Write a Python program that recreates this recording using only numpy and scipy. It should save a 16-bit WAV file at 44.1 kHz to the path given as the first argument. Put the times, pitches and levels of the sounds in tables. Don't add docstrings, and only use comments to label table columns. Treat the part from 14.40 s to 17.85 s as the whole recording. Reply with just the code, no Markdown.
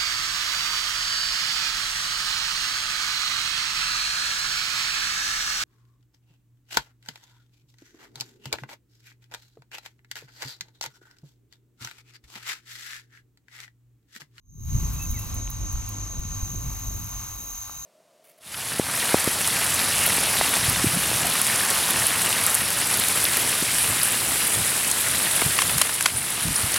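import sys
import numpy as np
from scipy import signal
from scipy.fft import rfft, irfft
from scipy.io import wavfile
from scipy.ndimage import uniform_filter1d

SR = 44100
rng = np.random.default_rng(int(sys.argv[2]) if len(sys.argv) > 2 else 0)


def to_wav(s):
    ch = np.atleast_2d(s).T
    pcm = np.round(np.clip(ch, -1, 1) * 32767)
    wavfile.write(sys.argv[1], SR, pcm.astype(np.int16))


N = 152145
TIME, FREQS = np.arange(N) / SR, np.fft.rfftfreq(N, 1 / SR)


def undb(db):
    return 10 ** (np.asarray(db) / 20)


def curve(table):
    return np.interp(TIME, *np.array(table).T)


def by_hz(table, col):
    rows = np.array(table)
    return np.interp(np.log(FREQS + 1), np.log(rows[:, 0]), rows[:, col])


def unit(x):
    return x / np.sqrt(np.mean(x ** 2))


def pan(db):
    return undb(np.array([[.5], [-.5]]) * db)


def wander(rate_hz):
    hold = int(SR / rate_hz)
    held = rng.standard_normal(400)[np.arange(N) // hold % 400]
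    return 1.5 * uniform_filter1d(uniform_filter1d(held, hold), hold)


# (frequency [Hz], coherence [0-1], phase lead of the right [rad])
COHERENCE = [(30, 0.93, 0.93), (70, 0.9, -.5), (144, 0.84, -0.5), (298, 0.6, -0.55), (590, 0.24, -0.26),
             (1080, 0.87, -0.55), (1890, 0.1, 0.37), (3530, 0.85, -2.08), (5700, 0.85, -1.39),
             (9100, 0.86, -1.4), (13000, 0.54, -2.1)]
def stereo(left, unrelated):
    coherence = np.clip(by_hz(COHERENCE, 1), 0, 1)
    shared = coherence * np.exp(1j * by_hz(COHERENCE, 2)) * rfft(left)
    right = irfft(shared + np.sqrt(1 - coherence ** 2) * rfft(unrelated), N)
    return np.array([left, right])


def filtered_noise(gain):
    white = stereo(*rng.standard_normal((2, N)))
    return unit(irfft(rfft(white) * gain, N))


def hiss(spectrum):
    in_band = (FREQS > spectrum[0][0]) * (FREQS < 1.03 * spectrum[-1][0])
    return filtered_noise(undb(by_hz(spectrum, 1)) * in_band)


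def hum(peaks):
    return filtered_noise(sum(undb(db) / (1 + (2 * (FREQS - hz) / width) ** 2) for hz, width, db in peaks))


# (frequency [Hz], spectral level [dB])
HISS_SPECTRUM = [(450, -30), (620, -10.5), (800, -4.5), (1100, -1), (1350, -5.5), (1800, -10), (2500, -7.5),
                 (3400, -11.5), (4500, -9.5), (5500, -8), (7300, -13), (8700, -13), (10000, -12),
                 (14000, -8.5), (16000, -39)]
ROAR_SPECTRUM = [(150, -6), (220, -4), (300, -1.5), (400, -9), (520, -9), (700, -10), (850, -37)]
# (frequency [Hz], bandwidth [Hz], level [dB])
TYRE_PEAKS = [(1064, 12, -4), (1172, 9, 0)]
MOTOR_PEAKS = [(48.9, 6.3, 0), (100.6, 9.8, -0.5), (154.3, 4.9, -12.5), (187.7, 12, -15.5),
               (253.4, 9.4, -16.5), (301, 7.3, -20.5)]
# (time [s], level [dB])
WHINE_LEVEL = [(0, -100), (.4, -68), (1.4, -68), (1.55, -59), (1.75, -63), (1.95, -57), (2.15, -59),
               (2.35, -67), (2.6, -64), (3.45, -68)]
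HISS_LEVEL = [(0, -94), (.11, -82.5), (.21, -66), (.3, -49.5), (.4, -43.5), (.58, -45.5), (1.3, -45),
              (2.03, -46), (2.82, -45), (3.12, -46), (3.45, -49)]
ROAR_LEVEL = [(0, -101), (.13, -86), (.26, -63), (.37, -51), (.5, -58), (1.2, -52), (1.6, -54.5),
              (2.15, -51), (2.6, -56), (3.0, -57), (3.25, -63), (3.45, -60)]
MOTOR_LEVEL = [(0, -76), (.12, -51), (.3, -33.5), (.43, -34), (.7, -35), (1.09, -39), (1.6, -38),
               (2.39, -36), (2.9, -45), (3.3, -54), (3.45, -52)]
def road():
    whine_hz = 1068 + 3 * wander(3.6)
    whine = np.sin(2 * np.pi * np.cumsum(whine_hz) / SR) * undb(curve(WHINE_LEVEL))
    tyres = hiss(HISS_SPECTRUM) + undb(-14 + wander(4.6)) * hum(TYRE_PEAKS)
    roar = hiss(ROAR_SPECTRUM) * undb(curve(ROAR_LEVEL) + 2 * wander(14))
    tyres *= undb(curve(HISS_LEVEL) + wander(9)) * pan(1.5)
    motor = hum(MOTOR_PEAKS) * undb(curve(MOTOR_LEVEL))
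    return whine + tyres + roar + motor


# (frequency [Hz], spectral level [dB])
RUMBLE_SPECTRUM = [(20, -1.5), (30, -8), (43, 2), (59, -2), (80, -3), (120, -7), (160, -27.5), (217, -18.5),
                   (300, -37.5), (400, -50)]
FLUTTER_SPECTRUM = [(85, -33), (115, 4), (150, 0.5), (190, -7.5), (260, -21), (420, -24)]
# (time [s], level [dB])
RUMBLE_LEVEL = [(0, -70), (.13, -46), (.3, -31), (.42, -28), (.6, -31), (.9, -32), (1.15, -36), (1.37, -32),
                (1.5, -37), (1.9, -38), (2.2, -38), (2.5, -40), (2.85, -42), (3.0, -46), (3.15, -47),
                (3.25, -55), (3.45, -48)]
FLUTTER_LEVEL = [(0.0, -78.5), (0.21, -40), (0.27, -47), (0.35, -27), (0.6, -43), (1.75, -49.5),
                 (1.79, -35.5), (1.84, -50), (2.16, -41), (2.21, -47), (2.27, -37), (2.35, -61),
                 (2.55, -47), (2.57, -42.5), (3.22, -65.5), (3.45, -51)]
# (time [s], peak level [dB], width [s], polarity [+1 or -1])
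BUFFETS = [(.354, -18, .004, -1), (.365, -17, .003, 1), (.388, -17, .004, -1), (.425, -20, .004, 1),
           (.704, -22, .006, -1), (1.35, -24, .007, 1), (1.794, -20, .006, -1), (1.853, -27, .002, 1),
           (2.032, -19.5, .006, 1), (2.149, -25, .0016, -1), (2.266, -24, .003, 1), (2.286, -22, .004, 1),
           (2.487, -25, .005, -1)]
def wind():
    out = hiss(RUMBLE_SPECTRUM) * undb(curve(RUMBLE_LEVEL) + 1.8 * wander(23.93))
    out += hiss(FLUTTER_SPECTRUM) * undb(curve(FLUTTER_LEVEL))
    for at, db, width, polarity in BUFFETS:
        u = (TIME - at) / width
        out += polarity * undb(db) * (1 - u ** 2) * np.exp(-u ** 2)
    return out


# (time [s], peak level [dB], frequency [Hz], length [cycles], left minus right [dB])
CLICKS = [(1.0763, -30, 2800, 1.8, 4), (1.0767, -37, 1200, 1.2, 4), (1.358, -38, 1400, 1.8, 0),
          (3.297, -28.5, 1100, 1.7, 0)]
def clicks():
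    out = np.zeros((2, N))
    for at, db, hz, length, pan_db in CLICKS:
        cycles = (TIME - at) * hz
        window = np.exp(-(2 * cycles / length) ** 2)
        out -= window * np.cos(2 * np.pi * cycles) * undb(db) * pan(pan_db)
    return out


# (time [s], length [s], start pitch [Hz], middle pitch [Hz], end pitch [Hz], level [dB], fade [dB])
BIRD_NOTES = [(0.589, 0.074, 2500, 2655, 2470, -42, 3), (.731, 0.062, 2450, 2100, 1870, -44, 11),
              (0.75, .12, 2630, 2690, 2700, -55.5, 1)]
BIRD_BENDS = (6, 2, 2)
def bird(waver_hz=22, waver_db=3, edge_s=.017):
    out = np.zeros(N)
    for (at, length, start, middle, end, db, fade_db), bend in zip(BIRD_NOTES, BIRD_BENDS):
        progress = np.clip((TIME - at) / length, 0, 1)
        centred = 2 * progress - 1
        slope = (end - start) / 2 * centred ** (bend - 1)
        arch = ((start + end) / 2 - middle) * centred ** bend
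        pitch = middle + slope + arch + waver_hz * wander(90.5)
        gate = np.clip(np.minimum(TIME - at, at + length - TIME) / edge_s, 0, 1)
        envelope = gate * undb(db - fade_db * progress + waver_db * wander(77.4))
        out += envelope * np.sin(2 * np.pi * np.cumsum(pitch) / SR)
    return out * pan(7)


# (frequency [Hz], spectral level [dB])
TICK_SPECTRUM = [(7500, -30), (8800, -22), (10300, -6), (11400, -7), (12800, -2.5), (14200, -5),
                 (15300, -1), (15900, -6), (16200, -30)]
# (time [s], level [dB], rise [s], left minus right [dB], relative tail level [dB])
TICKS = [(.524, -43, .014, -5, -1), (.612, -41, 0.02, -3, -1), (.7, -39.5, 0.011, -8, -2),
         (.784, -41, .009, -6, -1), (.941, -37, .002, -7.5, -6), (1.0984, -37, .003, -7.5, -5),
         (1.321, -41.5, .004, -4, -4), (1.4868, -36, .002, -6, -7), (1.713, -51, 0.005, -2.5, -3),
         (1.787, -47.5, 0.006, 3, 0)]
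def ticking_katydid(hold_s=.003, fall_s=.003, tail_s=.02):
    rasp, out = hiss(TICK_SPECTRUM), np.zeros((2, N))
    for at, db, rise, pan_db, tail_db in TICKS:
        attack = np.clip((TIME - at) / rise, 0, 1)
        age = np.maximum(TIME - at - rise - hold_s, 0)
        decay = np.exp(-age / fall_s) + undb(tail_db) * np.exp(-age / tail_s)
        out += rasp * attack * decay * undb(db) * pan(pan_db)
    return out


# (frequency [Hz], spectral level [dB])
BUZZ_SPECTRUM = [(7500, -16), (8700, -20.5), (9660, -3), (10800, -6.5), (12100, 1), (13200, 3),
                 (14300, 5.5), (15000, -1.5), (15800, -4), (16100, -32)]
# (time [s], level [dB])
BUZZ_LEVEL = [(0, -91), (.11, -74), (.26, -51.5), (.36, -43.5), (.55, -42.5), (.75, -44), (.88, -42.5),
              (.96, -53), (1.5, -55), (1.8, -51.5), (2.0, -45), (2.25, -42), (2.9, -43), (3.2, -42),
              (3.45, -45)]
# (time [s], lag [strokes])
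STROKE_LAG = [(0, .41), (.45, 0.57), (.8, 0.66), (2.1, 1), (2.4, 0.2), (2.75, 0.49), (3.45, 0.43)]
def buzzing_katydid(stroke_hz=41, depth=.27):
    throb = 1 + depth * np.cos(2 * np.pi * (stroke_hz * TIME - curve(STROKE_LAG)))
    return hiss(BUZZ_SPECTRUM) * throb * undb(curve(BUZZ_LEVEL) + wander(9.62)) * pan(1.5)


def crickets(carrier_hz, spread_hz, stroke_hz, flat_stretch, count, duty=.7, sag_hz=147.3, scatter_db=4.5):
    step = 16
    t = np.arange(N // step + 1) * step / SR
    groups = np.zeros((2, len(t)), complex)
    for k, (detune, pace, loudness, start) in enumerate(rng.standard_normal((count, 4))):
        strokes = stroke_hz * (1 + .08 * pace) * t + abs(start)
        progress = np.minimum(strokes % 1 / duty, 1)
        offset_hz = spread_hz * (detune + .5 * rng.standard_normal(300)[strokes.astype(int)])
        offset_hz[offset_hz < 0] *= flat_stretch
        offset_hz += sag_hz * (.5 - progress)
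        tone = np.exp(2j * np.pi * np.cumsum(offset_hz) * step / SR)
        groups[k % 2] += undb(scatter_db * loudness) * np.sin(np.pi * progress) * tone
    baseband = signal.resample(groups, len(t) * step, axis=1)[:, :N]
    song = (baseband * np.exp(2j * np.pi * carrier_hz * TIME)).real
    return stereo(unit(song[0]), unit(song[1])) * pan(.53)


# (time [s], level [dB])
LOW_CHORUS_LEVEL = [(0, -100), (.11, -85.5), (.29, -58.5), (.36, -56), (.84, -53), (1.46, -56), (1.91, -54),
                    (2.55, -54.5), (3.2, -54.5), (3.45, -53)]
def low_chorus():
    song = crickets(carrier_hz=3860, spread_hz=130, stroke_hz=42, flat_stretch=.6, count=40)
    return song * undb(curve(LOW_CHORUS_LEVEL))


# (frequency [Hz], spectral level [dB])
BLUR_SPECTRUM = [(5500, -36), (5800, -25), (6100, -11.5), (6220, -7), (6280, 5), (6340, -4),
                 (6440, 1), (6505, 2), (6570, 1.5), (6750, -7), (6900, -18), (7200, -27)]
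# (time [s], level [dB])
MAIN_CHORUS_LEVEL = [(0.0, -91), (0.1, -64), (0.29, -45.5), (0.31, -41), (0.34, -44.5), (0.35, -38),
                     (0.43, -41.5), (0.45, -37.5), (0.52, -44.5), (0.7, -38.5), (0.87, -44.5),
                     (1.03, -37.5), (1.08, -42.5), (1.2, -44), (1.21, -41), (1.3, -38.5), (1.47, -43),
                     (1.63, -38), (1.82, -42.5), (1.92, -38.5), (2.4, -41.5), (2.49, -39), (2.68, -42.5),
                     (2.78, -39.5), (3.0, -43), (3.19, -38), (3.29, -44), (3.45, -40.5)]
def main_chorus():
    near = crickets(carrier_hz=6394, spread_hz=135, stroke_hz=32, flat_stretch=1.55, count=120)
    far = undb(-2) * hiss(BLUR_SPECTRUM)
    return (near + far) * undb(curve(MAIN_CHORUS_LEVEL))


def scene():
    choruses = low_chorus() + main_chorus()
    return choruses + road() + buzzing_katydid() + ticking_katydid() + bird() + clicks() + wind()


def record(dry, cutoff_hz=16300):
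    return signal.sosfilt(signal.ellip(10, .2, 80, cutoff_hz, fs=SR, output="sos"), dry)


dry = scene()
out = record(dry)
to_wav(out)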